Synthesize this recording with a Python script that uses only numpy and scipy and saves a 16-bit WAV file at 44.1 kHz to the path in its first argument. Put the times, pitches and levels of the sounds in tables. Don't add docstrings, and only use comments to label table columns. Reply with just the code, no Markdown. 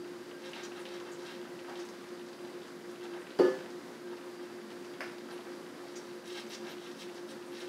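import sys
import numpy as np
from scipy import signal
from scipy.fft import rfft, irfft
from scipy.io import wavfile
from scipy.ndimage import uniform_filter1d

SR = 44100
rng = np.random.default_rng(int(sys.argv[2]) if len(sys.argv) > 2 else 0)


def store_pcm(level_fs):
    pcm = np.round(np.clip(level_fs, -1, 1) * 32767).astype(np.int16)
    wavfile.write(sys.argv[1], SR, np.atleast_2d(pcm).T)


N = 338688


def undb(db):
    return 10 ** (np.asarray(db) / 20)


def unit(x):
    return x / np.sqrt(np.mean(x ** 2))


def add(out, start_s, x):
    i = max(int(start_s * SR), 0)
    part = out[i:i + len(x)]
    part += x[:len(part)]


def fade(t, t60):
    return undb(-60 * t / t60)


def colour(x, points):
    hz, db = np.transpose(points)
    f = np.maximum(np.arange(len(x) // 2 + 1) * SR / len(x), 1)
    gain = undb(np.interp(np.log(f), np.log(hz), db))
    return irfft(rfft(x) * gain, len(x))


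def low_cut(x, hz):
    return signal.sosfilt(signal.butter(2, hz, "high", fs=SR, output="sos"), x)


def walk(rate):
    k = int(SR / rate)
    steps = np.repeat(rng.standard_normal(N // k + 1), k)
    smooth = uniform_filter1d(uniform_filter1d(steps, k), k)
    return unit(smooth)[:N]


def burst(t60):
    t = np.arange(SR // 2) / SR
    return rng.standard_normal(len(t)) * fade(t, t60)


def contact(t60, tail_db, tail_t60):
    return burst(t60) + undb(tail_db) * burst(tail_t60)


def grains(times, hz, size, cycles):
    t = np.arange(SR // 100) / SR
    hz = np.clip(hz, 300, SR / 3)[:, None]
    rings = size[:, None] * np.sqrt(hz) * np.sin(2 * np.pi * hz * t) * fade(t, cycles / hz)
    places = (times * SR).astype(int)[:, None] + np.arange(len(t))
    return np.bincount(places.ravel(), rings.ravel())


def lasting(x, length, db):
    return x * undb(db) * np.sqrt(length * SR / np.sum(x ** 2))


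def kitchen(x, pot_db, room_db, pot_t60=0.12, room_t60=0.48, room_swell_s=0.019):
    t = np.arange(SR // 2) / SR
    near, far = rng.standard_normal((2, len(t)))
    near = near * fade(t, pot_t60)
    far = colour(far, [(100, 5.5), (4000, 0.0), (15000, -3.0)])
    far = far * fade(t, room_t60) * (1 - np.exp(-t / room_swell_s))
    echo = undb(pot_db) * near / np.linalg.norm(near) + undb(room_db) * far / np.linalg.norm(far)
    echo[0] += 1
    return signal.fftconvolve(x, echo / np.linalg.norm(echo))[:N]


# (f/Hz, level/dB rms, unsteadiness 0-1)
MOTOR_TONES = [(120, -82.5, 1), (178.2, -70.5, 0.92), (222, -64.5, 1), (235, -68, 0.78), (263, -68, 0.98),
               (412, -80, 0.8), (478.3, -67, 1), (530.6, -62.5, 0.88), (710, -73.5, 0.87), (1146, -76.5, 1),
               (1486, -81, 1), (1599, -71, .8), (2014, -78.5, .8), (4720, -75.5, 0.7), (9997, -83.5, 0.2)]
# (t/s, slip f/Hz)
FAN_TONE_SLIP = [(0.0, 7.2), (0.32, 5.99), (1.6, 7.24), (1.92, 6.14), (3.52, 7.16), (3.84, 5.83),
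                 (4.8, 6.52), (6.4, 6.17), (6.72, 6.82), (7.68, 6.54)]
# (t/s, level/dB rms)
FAN_TONE_LEVEL = [(0.0, -45), (0.12, -47.5), (0.58, -51), (0.66, -45.5), (1.06, -46.5), (1.18, -49),
                  (1.5, -47), (1.58, -50.1), (1.8, -43), (2.02, -50), (2.16, -45.8), (2.24, -45),
                  (2.32, -51), (2.48, -47), (2.8, -51.3), (3.14, -42), (3.24, -50.5), (3.78, -47.0),
                  (3.86, -50.5), (3.98, -50.5), (4.1, -43.5), (4.22, -49.5), (4.4, -45.5), (4.54, -49.7),
                  (4.74, -47.3), (4.84, -49), (5.08, -46.5), (5.26, -51), (5.34, -45.5), (5.46, -53),
                  (5.54, -45), (5.72, -55), (5.82, -50), (6.14, -46.5), (6.2, -51), (6.34, -44),
                  (6.52, -54), (6.64, -44.5), (6.78, -49.5), (6.9, -47.8), (7.0, -52), (7.08, -48.5),
                  (7.4, -49.0), (7.66, -46)]


def motor(overtone_hz=359.9, overtone_db=-61.5, wander_rad=1.28, flutter_db=4.5,
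          fan_wander_rad=0.37, fan_flutter_db=1.5):
    t = np.arange(N) / SR
    fan_hz = overtone_hz - np.interp(t, *np.transpose(FAN_TONE_SLIP))
    fan_gain = undb(np.interp(t, *np.transpose(FAN_TONE_LEVEL)))
    fan = fan_gain * np.exp(2j * np.pi * np.cumsum(fan_hz) / SR)
    mains = undb(overtone_db) * np.exp(2j * np.pi * overtone_hz * t)
    throb = np.imag((fan + mains) * np.exp(1j * fan_wander_rad * walk(22)))
    out = undb(fan_flutter_db * walk(35)) * throb
    for hz, db, unsteady in MOTOR_TONES:
        gain = undb(db + unsteady * flutter_db * walk(22))
        phase = 2 * np.pi * hz * t + unsteady * wander_rad * walk(11)
        out += gain * np.sin(phase)
    return np.sqrt(2) * out


# (f/Hz, level/dB per Hz)
AIR_COLOUR = [(30, -46), (55, -26), (100, -16), (150, -6.5), (195, -1.5), (235, 0), (370, 3), (450, -4.5),
              (750, -8), (1600, -10), (2100, -14), (2700, -18), (4900, -19), (7000, -25), (11000, -29.5),
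              (15500, -37)]


def air(db=-49.5, flicker_db=-0.5):
    rush = kitchen(rng.standard_normal(N), pot_db=-22, room_db=-16)
    return unit(colour(rush, AIR_COLOUR)) * undb(db + flicker_db * walk(12))


# (f/Hz, level/dB)
WET_COLOUR = [(60, -38), (500, 7.5), (1000, 4.5), (2000, 0), (3000, 0), (5300, -2), (7200, -4.5),
              (10000, -3), (15000, -8)]


def seep(hz=2600, spread_octaves=0.72, scatter_db=5.0, cycles=6, db=-60.0, count=380):
    pitch, size = rng.standard_normal((2, count))
    times = rng.random(count) * N / SR
    tick_hz = hz * 2 ** (spread_octaves * pitch)
    tick_gain = undb(scatter_db * np.minimum(size, 2))
    out = np.zeros(N)
    add(out, 0, grains(times, tick_hz, tick_gain, cycles))
    return undb(db) * unit(kitchen(colour(out, WET_COLOUR), pot_db=4.0, room_db=-11.0))


# (middle t/s, half-span t/s, level/dB, crackle f/Hz)
BRUSH_STROKES = [(0.461, 0.075, -51, 3300), (0.573, 0.067, -48, 2660), (0.643, 0.05, -51, 2620),
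                 (0.778, 0.069, -52.5, 2200), (0.946, 0.091, -51.5, 2950), (1.088, 0.065, -54.5, 2190),
                 (1.285, 0.16, -53, 3100), (1.699, 0.064, -51.5, 1360), (1.785, 0.071, -54.5, 3000),
                 (3.042, 0.036, -52, 2450), (3.143, 0.081, -56, 1900), (4.12, 0.038, -55, 1900),
                 (4.435, .05, -57, 2400), (5.318, 0.069, -56, 3020), (5.905, 0.38, -64.5, 3880),
                 (6.306, 0.089, -50, 4040), (6.378, 0.07, -45.5, 3350), (6.528, 0.055, -47.5, 4230),
                 (6.659, 0.036, -53, 2080), (6.694, 0.077, -50.5, 3300), (6.856, 0.1, -54.5, 4020),
                 (7.008, 0.053, -48.5, 4400), (7.308, 0.042, -52, 4280), (7.599, 0.12, -50.5, 3650)]


def brush(spread_octaves=0.58, scatter_db=3.0, cycles=7, low_share=0.29, count=170):
    out = np.zeros(N)
    for middle_s, half_span_s, db, hz in BRUSH_STROKES:
        times = 2 * half_span_s * rng.random((count, 4)).mean(axis=1)
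        pitch, size = rng.standard_normal((2, count))
        snap_hz = hz * 2 ** (spread_octaves * pitch)
        crackle = grains(times, snap_hz, undb(scatter_db * size), cycles)
        crackle = low_cut(crackle, low_share * hz)
        add(out, middle_s - half_span_s, lasting(crackle, half_span_s, db))
    return kitchen(colour(out, WET_COLOUR), pot_db=3.5, room_db=-7)


# (t/s, force level/dB, pitch f/Hz)
BRISTLE_FLICKS = [(0.533, -25, 2590), (0.854, -28, 2860), (0.866, -34, 3100), (6.352, -35, 3090),
                  (6.372, -41, 3000), (6.398, -35, 2700), (6.51, -37, 2500), (7.021, -31, 2700),
                  (7.292, -41, 3080)]


def flicks(width_octaves=0.36):
    out = np.zeros(N)
    f = np.arange(SR // 4 + 1) * 2 + 1
    for start_s, db, hz in BRISTLE_FLICKS:
        octaves_off = np.log2(f / hz)
        band = 1 / (1 + (octaves_off / width_octaves / 2) ** 2) ** 2
        slap = contact(t60=0.014, tail_db=-8.5, tail_t60=0.19)
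        add(out, start_s, undb(db) * irfft(rfft(slap) * band))
    return out


# (t/s, level/dB, pitch f/Hz, spread f/Hz)
BUBBLE_POPS = [(0.633, -48, 5500, 900), (0.789, -59, 9700, 700), (1.116, -53.5, 7160, 250),
               (1.259, -50.5, 4100, 700), (1.303, -53, 4230, 600), (1.791, -52, 5600, 500),
               (3.196, -65, 9000, 500), (4.937, -51, 2600, 500), (5.318, -59, 10200, 700),
               (5.957, -47.5, 6140, 844), (6.49, -59.5, 11500, 1400), (6.532, -45, 5100, 1000),
               (6.697, -60, 13000, 500), (7.153, -54, 5100, 400), (7.292, -61, 9000, 500),
               (7.46, -63, 8600, 400), (7.515, -64, 11200, 500)]
# (pitch f/Hz, run t/s)
BUBBLE_RUN = [(3600, .003), (4700, 0.025)]


def bubbles(scatter_db=2, life_s=0.0029, ring_s=0.0076, falloff_db=-6, count=30):
    out, order = np.zeros(N), np.arange(count) / count
    for start_s, db, hz, spread_hz in BUBBLE_POPS:
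        run_s = np.interp(hz, *np.transpose(BUBBLE_RUN))
        times = run_s * (order + rng.random(count) / count)
        pitch, size = rng.standard_normal((2, count))
        gain = undb(scatter_db * size + falloff_db * order)
        cluster = grains(times, hz + spread_hz * pitch, gain, life_s * hz)
        add(out, start_s, lasting(cluster, run_s + ring_s, db))
    return kitchen(colour(out, WET_COLOUR), pot_db=3.5, room_db=-3.5)


# (t/s, force on its modes level/dB, thud level/dB)
VESSEL_CONTACTS = [(3.39, -3, -15), (3.3967, 7.5, -13), (3.4072, -1.7, -25), (3.4136, -6.5, -26),
                   (3.4325, -2, -16.5), (3.4488, -1.6, -21), (3.4781, -7, -34)]
# (f/Hz, level/dB, t60 t/s, swell time constant t/s)
VESSEL_MODES = [(230.4, -44.5, 0.53, 0.022), (275.5, -20, 0.11, 0.029), (303, -19.5, 0.074, 0.01),
                (358.6, -14.5, 0.13, 0.013), (380, -26, 0.34, 0.0032), (408, -23, 0.12, 0.0025),
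                (450, -27.5, 0.081, 0.0053), (518.7, -25, 0.44, 0.01), (558.5, -27, 0.11, .01),
                (708, -57, 0.17, 0.0082), (773, -36.5, 0.068, 0.0022), (883, -45, 0.22, .004),
                (962, -44, 0.062, .03), (1095, -47, 0.2, .004), (1226, -36, .19, 0.045),
                (1478, -52, 0.35, .004), (1730, -43.5, 0.41, 0.024), (2120, -53, .12, .002),
                (2894, -46.5, 0.073, 0.0022), (4560, -46, 0.08, .001), (4720, -52.5, .06, 0.0011)]
# (f/Hz, level/dB)
THUD_COLOUR = [(60, -66), (170, -40), (280, 5), (450, 5), (620, -5), (800, -6), (1200, -12.5), (2200, -39),
               (3600, -37), (4700, -29), (7000, -63), (15000, -58)]
# (f/Hz, level/dB)
WASH_COLOUR = [(80, -26), (180, 16), (290, 12.5), (900, 6), (1800, 2.5), (2400, -6), (3100, -2),
               (3900, -9.5), (4800, -5), (7000, -14.5), (11000, -22), (15000, -27)]
# (f/Hz, level/dB)
CRACK_COLOUR = [(300, -30), (1500, -8), (2900, -12), (3700, -9), (4700, 5), (6500, -20), (15000, -34)]


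def knock(thud_t60=0.12, wash_db=-35, wash_t60=1.0, crack_db=-31.0, lead_s=0.0014, lowest_hz=125):
    rings, thuds, wash, crack = np.zeros((4, N))
    t = np.arange(SR) / SR
    ring = np.zeros(SR)
    for hz, db, t60, swell_s in VESSEL_MODES:
        envelope = fade(t, t60) * (1 - np.exp(-t / swell_s))
        ring += undb(db) * np.sin(2 * np.pi * hz * t) * envelope
    for start_s, force_db, thud_db in VESSEL_CONTACTS:
        add(rings, start_s, undb(force_db) * ring)
        add(thuds, start_s, undb(thud_db) * burst(thud_t60))
    first_s = VESSEL_CONTACTS[0][0]
    add(wash, first_s, undb(wash_db) * burst(wash_t60))
    rim = contact(t60=0.017, tail_db=-20, tail_t60=0.25)
    add(crack, first_s - lead_s, undb(crack_db) * rim)
    body = rings + colour(thuds, THUD_COLOUR) + colour(wash, WASH_COLOUR) + colour(crack, CRACK_COLOUR)
    return kitchen(low_cut(body, lowest_hz), pot_db=-33, room_db=-20.5)


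# (t/s, force level/dB)
HARD_CLACKS = [(5.0066, -26)]
# (f/Hz, level/dB)
CLACK_COLOUR = [(100, -28), (650, 1), (1050, -4), (1450, 6.5), (2100, 2.5), (3000, -7.5), (4000, -20),
                (5150, -6), (6000, -18), (7200, -25), (9000, -23), (15000, -34)]


def clack():
    out = np.zeros(N)
    for start_s, db in HARD_CLACKS:
        add(out, start_s, undb(db) * contact(t60=0.042, tail_db=-7, tail_t60=0.46))
    return colour(out, CLACK_COLOUR)


def scene():
    appliance = motor() + air()
    sauce = seep() + brush() + flicks() + bubbles()
    return (appliance + sauce + knock() + clack())[None]


def record(dry):
    top_cut = signal.ellip(12, 0.2, 80, 15650, fs=SR, output="sos")
    return signal.sosfilt(top_cut, low_cut(dry, 85))


dry = scene()
out = record(dry)
store_pcm(out)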